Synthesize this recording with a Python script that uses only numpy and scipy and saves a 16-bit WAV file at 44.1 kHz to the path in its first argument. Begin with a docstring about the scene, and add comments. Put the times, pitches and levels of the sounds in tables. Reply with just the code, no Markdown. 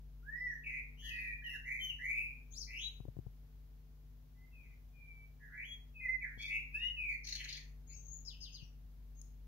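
"""A blackbird sings two phrases from a garden fence: fluted, warbling notes from both sides of its
syrinx, then a rasp, a thin twitter with falling chirps and a snap of the beak. House walls throw the
song back. Behind it, a distant motor hums over a faint outdoor rush. A few soft bumps reach the left
microphone."""
import sys
import numpy as np
from scipy import signal
from scipy.fft import rfft, irfft, next_fast_len
from scipy.io import wavfile
from scipy.ndimage import uniform_filter1d, map_coordinates

SR = 44100
rng = np.random.default_rng(int(sys.argv[2]) if len(sys.argv) > 2 else 0)


def file_out(sig):
    """Save sig as 16-bit WAV at sys.argv[1]."""
    # one column per channel
    cols = np.atleast_2d(sig).T
    # limit, then scale
    lim = np.clip(cols, -1, 1)
    pcm = np.round(lim * 32767).astype(np.int16)
    wavfile.write(sys.argv[1], SR, pcm)


N = 417627


def amp(db):
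    """Decibels to gain."""
    return 10 ** (np.asarray(db) / 20)


def unit(x):
    """Scale to rms 1."""
    return x / np.sqrt(np.mean(x ** 2) + 1e-20)


def along(points, hz):
    """Interpolate (freq_hz, value) points on a log axis."""
    freq_hz, value = np.transpose(points)
    return np.interp(np.log(hz + 1), np.log(freq_hz + 1), value)


def wobble(rate_hz, size):
    """Smooth random curve, rate_hz knots a second."""
    knots = rng.standard_normal(int(size * rate_hz / SR) + 4)
    return map_coordinates(knots, [np.arange(size) * rate_hz / SR])


def filtered(x, response):
    """Apply the frequency response response(hz)."""
    size = x.shape[-1]
    padded = next_fast_len(size + 8192)
    return irfft(rfft(x, padded) * response(np.fft.rfftfreq(padded, 1 / SR)), padded)[..., :size]


def noise(colour, size):
    """Noise of rms 1 with the given spectral shape."""
    return unit(filtered(rng.standard_normal(size), lambda hz: amp(along(colour, hz))))


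def add(track, start_s, sound):
    """Mix a sound into a track."""
    part = track[max(round(start_s * SR), 0):][:len(sound)]
    part += sound[:len(part)]


def panned(x, left_db):
    """Stereo, left louder by left_db."""
    return x * amp([[left_db / 2], [-left_db / 2]])


def bursts(events, colour, rise_s, gain_db):
    """Puffs of coloured noise that swell for rise_s and die away."""
    out = np.zeros(N)
    age = np.arange(SR // 10) / SR / rise_s
    for start_s, level_db in events:
        add(out, start_s, amp(level_db + gain_db) * age * np.exp(1 - age) * noise(colour, len(age)))
    return out


def air(level_db, drift_db):
    """Distant outdoor rush: alike on both sides in the bass, unrelated hiss above."""
    # rush spectrum: freq_hz, relative_db
    colour = [(30, -25.5), (70, -9.5), (115, -12.5), (180, -21.5), (280, -26), (450, -33), (700, -34.5),
              (1260, -39.5), (3000, -42.5), (6500, -45.5), (7500, -51), (9000, -54), (11500, -44),
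              (15500, -41)]
    # left-right likeness: freq_hz, coherence
    likeness = [(60, 0.98), (180, 0.24), (550, 0.35), (1650, 0.0023), (4970, -0.03), (15000, -0.02)]

    def mid_side_gains(hz):
        angle = np.arccos(np.clip(along(likeness, hz), 0, 1)) / 2
        return np.array([np.cos(angle), np.sin(angle)])

    mid, side = filtered(np.array([noise(colour, N), noise(colour, N)]), mid_side_gains)
    rush = panned(np.array([mid + side, mid - side]), left_db=1.5)
    return rush * amp(level_db + drift_db * wobble(3.182, N))


def motor_hum(waver_db, rumble_db):
    """Odd multiples of a motor's shaft speed; the lowest throbs against a narrow rumble."""
    # shaft harmonics: freq_hz, relative_db
    harmonics = [(49.1, -0.5), (147.3, -13.5), (245.5, -22.5), (441.9, -32.5)]
    # hum loudness: time_s, level_db
    loudness = [(0.0, -52.5), (2.6, -53), (4.7, -56), (5.7, -55.5), (6.3, -53.5), (9.47, -54)]
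    # rumble spectrum: freq_hz, relative_db
    colour = [(25, -33.5), (38, -23.5), (45, -3.5), (52, 1.5), (62, -1.5), (75, -18), (130, -59.5)]
    t = np.arange(N) / SR
    tones = np.zeros(N)
    for hz, db in harmonics:
        tones += amp(db + waver_db * wobble(1.856, N)) * np.sin(2 * np.pi * (hz * t + rng.random()))
    rumble = amp(rumble_db) * noise(colour, N)
    swell = amp(np.interp(t, *np.transpose(loudness)))
    return panned(swell * (np.sqrt(2) * tones + rumble), left_db=2.5)


def bumps(thud_hz, t60_s, thud_gain_db):
    """Each touch near the left microphone gives a low, heavily damped thud and a brief scuff."""
    # touches: start_s, thud_db, scuff_db
    touches = [(3.002, -42, -58), (3.052, -52, -52), (3.082, -38.5, -51.5), (3.167, -42.5, -57),
               (3.188, -39, -51), (3.265, -39.5, -59), (6.374, -50, -64), (8.625, -46.5, -82)]
    # scuff spectrum: freq_hz, relative_db
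    colour = [(100, -3.5), (300, 8.5), (750, -6.5), (1200, -26), (2500, -42.5)]
    t = np.arange(SR // 10) / SR
    attack = 1 - np.exp(-t / 0.0027)
    thud = -amp(thud_gain_db - 60 * t / t60_s) * attack * np.sin(2 * np.pi * thud_hz * t)
    scuffs = [(start_s, scuff_db) for start_s, _, scuff_db in touches]
    out = bursts(scuffs, colour, rise_s=0.0016, gain_db=-2)
    for start_s, thud_db, _ in touches:
        add(out, start_s, amp(thud_db) * thud)
    return panned(out, left_db=23)


def yard(x, direct_db, walls_db, tail_db, build_s, left_lag_s=0.00008):
    """Direct sound, slaps off fence and walls, and a diffuse tail, different at each microphone."""
    # yard decay: freq_hz, t60_s
    decay = [(300, 0.082), (2000, 0.44), (4000, 0.27), (7000, 0.355), (14000, 0.31)]
    # side balance, left brighter: freq_hz, left_minus_right_db
    balance = [(1400, -5.5), (2400, 2), (4400, 3.5), (8000, 19.5), (15000, 11)]
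    hz, t, spectra = signal.stft(rng.standard_normal((2, SR * 3 // 4)), SR, nperseg=256)
    spectra *= amp(-60 * t / along(decay, hz)[:, None]) * (1 - np.exp(-t / build_s))
    tail = signal.istft(spectra, SR, nperseg=256)[1]
    walls = np.zeros_like(tail)
    for side in walls:
        delays_s = rng.uniform(.001, .026, size=12)
        side[(delays_s * SR).astype(int)] = rng.choice([-1, 1], size=12) * np.exp(-delays_s / 0.0077)
    tail *= amp(tail_db) / np.linalg.norm(tail, axis=1, keepdims=True)
    walls *= amp(walls_db) / np.linalg.norm(walls, axis=1, keepdims=True)
    echoes = signal.fftconvolve(x[None], tail + walls, axes=1)[:, :N]
    direct = amp(direct_db) * filtered(x, lambda f: np.exp(np.outer([-2j * np.pi * left_lag_s, 0], f)))
    return filtered(direct + echoes, lambda f: amp(np.outer([.5, -.5], along(balance, f))))


def beak_snap():
    """The beak shuts with one bright click."""
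    # snap: start_s, level_db
    snaps = [(9.2152, -47)]
    # snap spectrum: freq_hz, relative_db
    colour = [(2500, -41), (4500, -14), (6300, 12), (9000, 3.5), (16000, -23)]
    return bursts(snaps, colour, rise_s=0.0006, gain_db=-1)


def rasp():
    """A quick run of noise puffs over the deepest warbles."""
    # puffs: start_s, level_db
    puffs = [(7.247, -47), (7.2689, -38.5), (7.2848, -38), (7.3231, -36), (7.3513, -34), (7.4407, -40.5),
             (7.487, -42), (7.5254, -40), (7.5662, -43.5)]
    # rasp spectrum: freq_hz, relative_db
    colour = [(1200, -56), (1800, -10.5), (3600, -15), (4300, 6.5), (5000, -20.5), (5800, -6.5),
              (6500, -7.5), (8000, -14.5), (11000, -36.5), (16000, -26.5)]
    return bursts(puffs, colour, rise_s=0.0039, gain_db=-5.0)


def chirp_contours(length_s=0.11, half_drop_s=0.052, floor_hz=2596, swing_hz=210, whistle_swing_hz=150):
    """Each chirp holds its top pitch, then drops; the other side of the syrinx adds a sagging whistle."""
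    # closing chirps: start_s, top_hz, level_db
    chirps = [(8.247, 5315, -49), (8.402, 5121, -48.5), (8.52, 5009, -51.5)]
    peak_s, width_s, swell_db = 0.032, 0.022, 13
    whistle_s, whistle_top_hz, sag_hz_per_s = 0.044, 6466, 7500
    t = np.arange(0, length_s, 1 / SR)
    early = t[t < whistle_s]
    envelope_db = -swell_db * (1 - np.exp(-((t - peak_s) / width_s) ** 2))
    whistle_hz = whistle_top_hz - sag_hz_per_s * early
    for start_s, top_hz, level_db in chirps:
        pitch_hz = floor_hz + (top_hz - floor_hz) / (1 + (t / half_drop_s) ** 4.2)
        yield start_s + t, pitch_hz, level_db + envelope_db, swing_hz, 0
        yield start_s + early, whistle_hz, level_db - 15.5, whistle_swing_hz, 0


def note_contours(edge_s, onset_db=6.5, onset_s=0.0064):
    """One push of air a note: pitch bends in an arc, level swells and sinks, warble is widest midway."""
    # sung notes, with a few faint overtones and a lingering ring beneath the closing chirps:
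    # start_s, length_s, opening_hz, middle_hz, closing_hz, level_db, peak_fraction, swell_db,
    # swing_hz, overtones_db
    notes = [ (0.223, 0.18, 1330, 1805, 1955, -43.5, 0.73, 35.5, 12, -3),
             (0.387, 0.148, 1954, 1972, 1702, -41, 0.7, 11, 22, -4.5),
             (0.355, 0.19, 5186, 5365, 6020, -70, 1, 7.5, 25, -19),
             (0.638, 0.175, 2577, 2286, 2366, -41.5, 0.7, 9, 270, -3),
             (0.972, 0.155, 2880, 3121, 2685, -47.5, .7, 19, 240, 14),
             (1.025, 0.32, 1794, 1919, 1871, -45.5, .68, 14, 77, -3.5),
             (1.061, 0.25, 4860, 4510, 4420, -68.5, .2, 12, 70, -22),
             (1.105, 0.235, 2586, 2475, 2383, -45, .4, 4, 97, 2.5),
             (1.422, 0.07, 1690, 1906, 1723, -48.5, 0.6, 9, 21, -3),
             (1.44, 0.131, 3050, 2753, 2817, -43.5, 0.72, 13.5, 80, 6.5),
             (1.507, 0.065, 2034, 1856, 1542, -46.5, 0.49, 14.5, 95, 8),
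             (1.65, 0.16, 1956, 2196, 2220, -42, 0.64, 8.5, 218.6, -0.5),
             (1.799, 0.095, 3118, 3080, 2920, -43, 0.5, 11, 16, 12),
             (1.891, 0.032, 2946, 2877, 2550, -37.5, 0.2, 14.5, 40, -3),
             (1.99, 0.325, 1788, 2380, 2388, -39, 0.42, 15.5, 150, -0.5),
             (2.509, 0.065, 6220, 6990, 7710, -49.5, 1, 20, 400, 1.5),
             (2.526, 0.07, 3250, 4760, 6580, -52.5, 1, 20, 380, 7),
             (2.585, 0.06, 6550, 5196, 4240, -50.5, 0.6, 9.5, 430, 8.5),
             (2.669, 0.12, 2200, 2343, 2790, -45.5, 0.88, 18.5, 307, 1),
             (2.778, 0.095, 2720, 3285, 3986, -46, 0.48, 12.5, 350, -1),
             (2.752, 0.1, 4830, 6130, 6750, -60.5, 0.6, 4.5, 450, -11),
             (2.812, 0.076, 3814, 3887, 3852, -47, 1, 7, 17, 0.5),
             (4.351, 0.142, 2009, 2038, 2135, -71.5, 0.7, 14, 10.6, -1.5),
             (4.52, 0.12, 2684, 2495, 2372, -61.5, 0.57, 10.5, 23, 0),
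             (4.627, 0.11, 2380, 2300, 2183, -70.5, .3, -1, 280, 5),
             (4.933, 0.32, 2462, 2338, 2308, -62.5, 0.38, 10.5, 23, 3),
             (5.397, 0.11, 1800, 1784, 1570, -58.5, 0.29, 12, 136, -1),
             (5.495, 0.145, 1575, 1949, 2384, -47, 1, 16.5, 278, -10.5),
             (5.636, 0.04, 2640, 3150, 3274, -53, 0.1, 7, 99, 4),
             (5.672, 0.073, 3240, 3307, 3287, -53, 0.3, 2.5, 10.2, 3),
             (5.945, 0.095, 2610, 2506, 2459, -45, 0.97, 20.5, 40, -2),
             (6.007, 0.077, 2080, 2057, 1881, -44, .62, 11.5, 12, -2),
             (6.074, 0.1, 2000, 2067, 2005, -38.5, 0.18, 17, 7.7, -5),
             (6.205, 0.085, 2520, 1950, 1702, -42.5, 0.31, 20, 191, -12.5),
             (6.28, 0.085, 1707, 1665, 1743, -61.5, 0, 14, 192, 0),
             (6.384, 0.11, 2162, 2390, 2193, -47, 0.2, 14.5, 133, -21),
             (6.378, 0.13, 3280, 3439, 3564, -48.5, 0.35, 20, 164, -3),
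             (6.479, 0.128, 2258, 2419, 2497, -39, 0.5, 7.5, 275, -1.5),
             (6.719, 0.069, 2390, 2587, 2695, -41, .62, 21.5, 45, 8.5),
             (6.742, 0.155, 1622, 1920, 2140, -54.5, .72, 11, 28, 0),
             (6.783, 0.15, 2725, 2881, 2910, -38, .42, 22, 28, -0.5),
             (6.966, 0.125, 2660, 2449, 2390, -37.5, 0.74, 10, 64, -1),
             (7.08, 0.1, 2380, 2247, 2176, -42.5, 0.16, 14.5, 188, 0.5),
             (7.089, 0.075, 4635, 4510, 4450, -67, .5, 4.5, 120, -19.5),
             (7.239, 0.13, 5160, 5365, 4790, -53, 0.4, 4, 1620, 8),
             (7.269, 0.09, 2400, 2326, 2050, -59, 0, 9.5, 520, 3),
             (7.35, 0.16, 3363, 2450, 2714, -52, 0.1, 1, 715, 6),
             (7.479, 0.11, 4206, 4144, 3950, -51.5, 0, 4.5, 1000, -3),
             (7.514, 0.086, 2500, 2304, 2128, -59, 0.3, 5, 530, 9),
             (7.873, 0.095, 6600, 6800, 6310, -56.5, 0.44, 13.5, 66, -5),
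             (7.887, 0.08, 2284, 2412, 2600, -69, 0.3, 4, 280, -1.5),
             (7.89, 0.06, 4400, 4550, 5700, -69.5, 0.9, 3.5, 430, -0.5),
             (7.965, 0.12, 6320, 6330, 6540, -68, .5, -6, 130, -5.5),
             (8.095, 0.095, 6270, 6870, 6620, -50.5, 0.5, 11, 130, -1),
             (8.295, 0.36, 2827, 2983, 2797, -70, 0.45, 7, 130, 3.5),
             (8.623, 0.045, 5813, 5740, 5445, -70.5, .5, 10, 55, 0),
             (9.151, 0.04874, 6300, 6590, 6474, -71, .9, 12.5, 35, 1.5), ]
    for start_s, length_s, *arc_hz, level_db, peak_fraction, swell_db, swing_hz, overtones_db in notes:
        t = np.arange(-edge_s, length_s + edge_s, 1 / SR)
        progress = np.clip(t / length_s, 0, 1)
        pitch_hz = np.polyval(np.polyfit([0, .5, 1], arc_hz, 2), progress)
        peak = np.clip(peak_fraction, .02, .98)
        rise = np.maximum(peak - progress, 0) / peak
        fall = np.maximum(progress - peak, 0) / (1 - peak)
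        envelope_db = level_db - swell_db * (rise ** 2.08 + 0.91 * fall ** 1.93)
        envelope_db -= onset_db * np.exp(-np.maximum(t, 0) / onset_s)  # the syrinx is slow to start
        taper = .55 + .45 * np.sin(np.pi * progress)
        yield start_s + t, pitch_hz, envelope_db, swing_hz * taper, overtones_db


def syrinx_side(contour, warble_phase, edge_s, jitter=0.0023, flutter_db=2.44, purity_db=11.5):
    """One side of the syrinx: a near-pure tone, its pitch shaken by the fast warble."""
    # overtone transmission of throat and beak: freq_hz, gain_db
    throat = [(3000, -36.5), (4500, -42.5), (6300, -25), (9300, -32.5), (12500, -28), (16000, -35)]
    t, pitch_hz, level_db, swing_hz, overtones_db = contour
    size = len(t)
    depth = swing_hz / pitch_hz
    shake = warble_phase[np.clip((t * SR).astype(int), 0, N - 1)]
    shake += 26 * depth ** 2 * wobble(170, size)  # the deepest warbles lose their beat and rasp
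    hz = pitch_hz * (1 + jitter * wobble(300, size)) + swing_hz * np.sin(shake)
    phase = 2 * np.pi * np.cumsum(hz) / SR
    tone = np.sin(phase)
    calm = np.exp(-swing_hz / 70) * np.clip((3300 - hz) / 800, 0, 1)  # low, steady notes are purest
    scatter_rad = .7 * wobble(1100, size)  # unequal cycles blur the upper overtones into a sizzle
    for k in range(2, 7):
        gain = amp(along(throat, k * hz) + overtones_db - .5 * k - purity_db * calm)
        tone += gain * (k * hz < SR / 2) * np.sin(k * phase + (k - 2) * scatter_rad)
    # a deep warble chokes the airflow once a cycle, in uneven pulses
    pulsing = unit(amp(24.5 * depth * (np.cos(shake) + .6 * wobble(90, size))))
    ramp = np.clip(np.minimum(t - t[0], t[-1] - t) / edge_s, 0, 1)
    gate = np.sin(np.pi / 2 * ramp) ** 2
    return np.sqrt(2) * tone * gate * pulsing * amp(level_db + flutter_db * wobble(88.6, size))


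def combination_tones(x, gain_db):
    """Sounding together, the two sides of the syrinx shake each other and add a ladder of tones above."""
    # coupling strength: time_s, relative_db
    coupling = [(1.1, 5.5), (1.5, -2.5), (6.3, -7.5), (6.39, 16), (6.48, 20), (6.55, 3.5), (6.88, 11),
                (7.0, 5.5), (8.7, -22)]
    # sideband high-pass: freq_hz, gain_db
    highpass = [(3200, -45), (3800, -2.0), (5000, -6), (6500, 1.5)]
    analytic = signal.hilbert(x, next_fast_len(N))[:N]
    envelope = np.abs(analytic)
    smooth = uniform_filter1d(uniform_filter1d(envelope, size=50), size=50)
    # evening out the beats throws off sidebands
    sidebands = analytic.real * (smooth - envelope) / (envelope + smooth + 1e-9)
    upper = filtered(sidebands, lambda hz: amp(along(highpass, hz)))
    return upper * amp(gain_db + np.interp(np.arange(N) / SR, *np.transpose(coupling)))


def song(warble_hz, unsteadiness, edge_s=0.005):
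    """Notes and chirps; the same muscles shake both sides of the syrinx, so they warble in step."""
    out = np.zeros(N)
    warble_phase = 2 * np.pi * np.cumsum(warble_hz * (1 + unsteadiness * wobble(60, N))) / SR
    for contour in [*note_contours(edge_s), *chirp_contours()]:
        times_s = contour[0]
        add(out, times_s[0], syrinx_side(contour, warble_phase, edge_s))
    return out + combination_tones(out, gain_db=-0.5)


def blackbird():
    """Song, rasp and beak snap through the yard; a treble band is muffled at the microphones."""
    # microphone port response: freq_hz, gain_db
    ports = [(6750, 1), (7200, -24.5), (8300, -19.5), (9400, -5.5), (11000, -2)]
    voice = song(warble_hz=111.0, unsteadiness=.09) + rasp()
    snap = beak_snap()
    heard = yard(voice, direct_db=-4.0, walls_db=-5, tail_db=-6, build_s=0.013)
    # the snap is aimed at the listener and excites the yard less
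    heard += yard(snap, direct_db=-0.5, walls_db=-8, tail_db=-8, build_s=0.017)
    return filtered(heard, lambda hz: amp(along(ports, hz)))


def scene():
    """Bird, bumps, motor and air in stereo."""
    return (blackbird()
            + bumps(thud_hz=118.3, t60_s=0.041, thud_gain_db=2.5)
            + motor_hum(waver_db=1.32, rumble_db=-13.5)
            + air(level_db=-66.5, drift_db=0.38))


def record(dry):
    """Brick-wall low-pass."""
    return filtered(dry, lambda hz: hz < 15750)


dry = scene()
out = record(dry)
file_out(out)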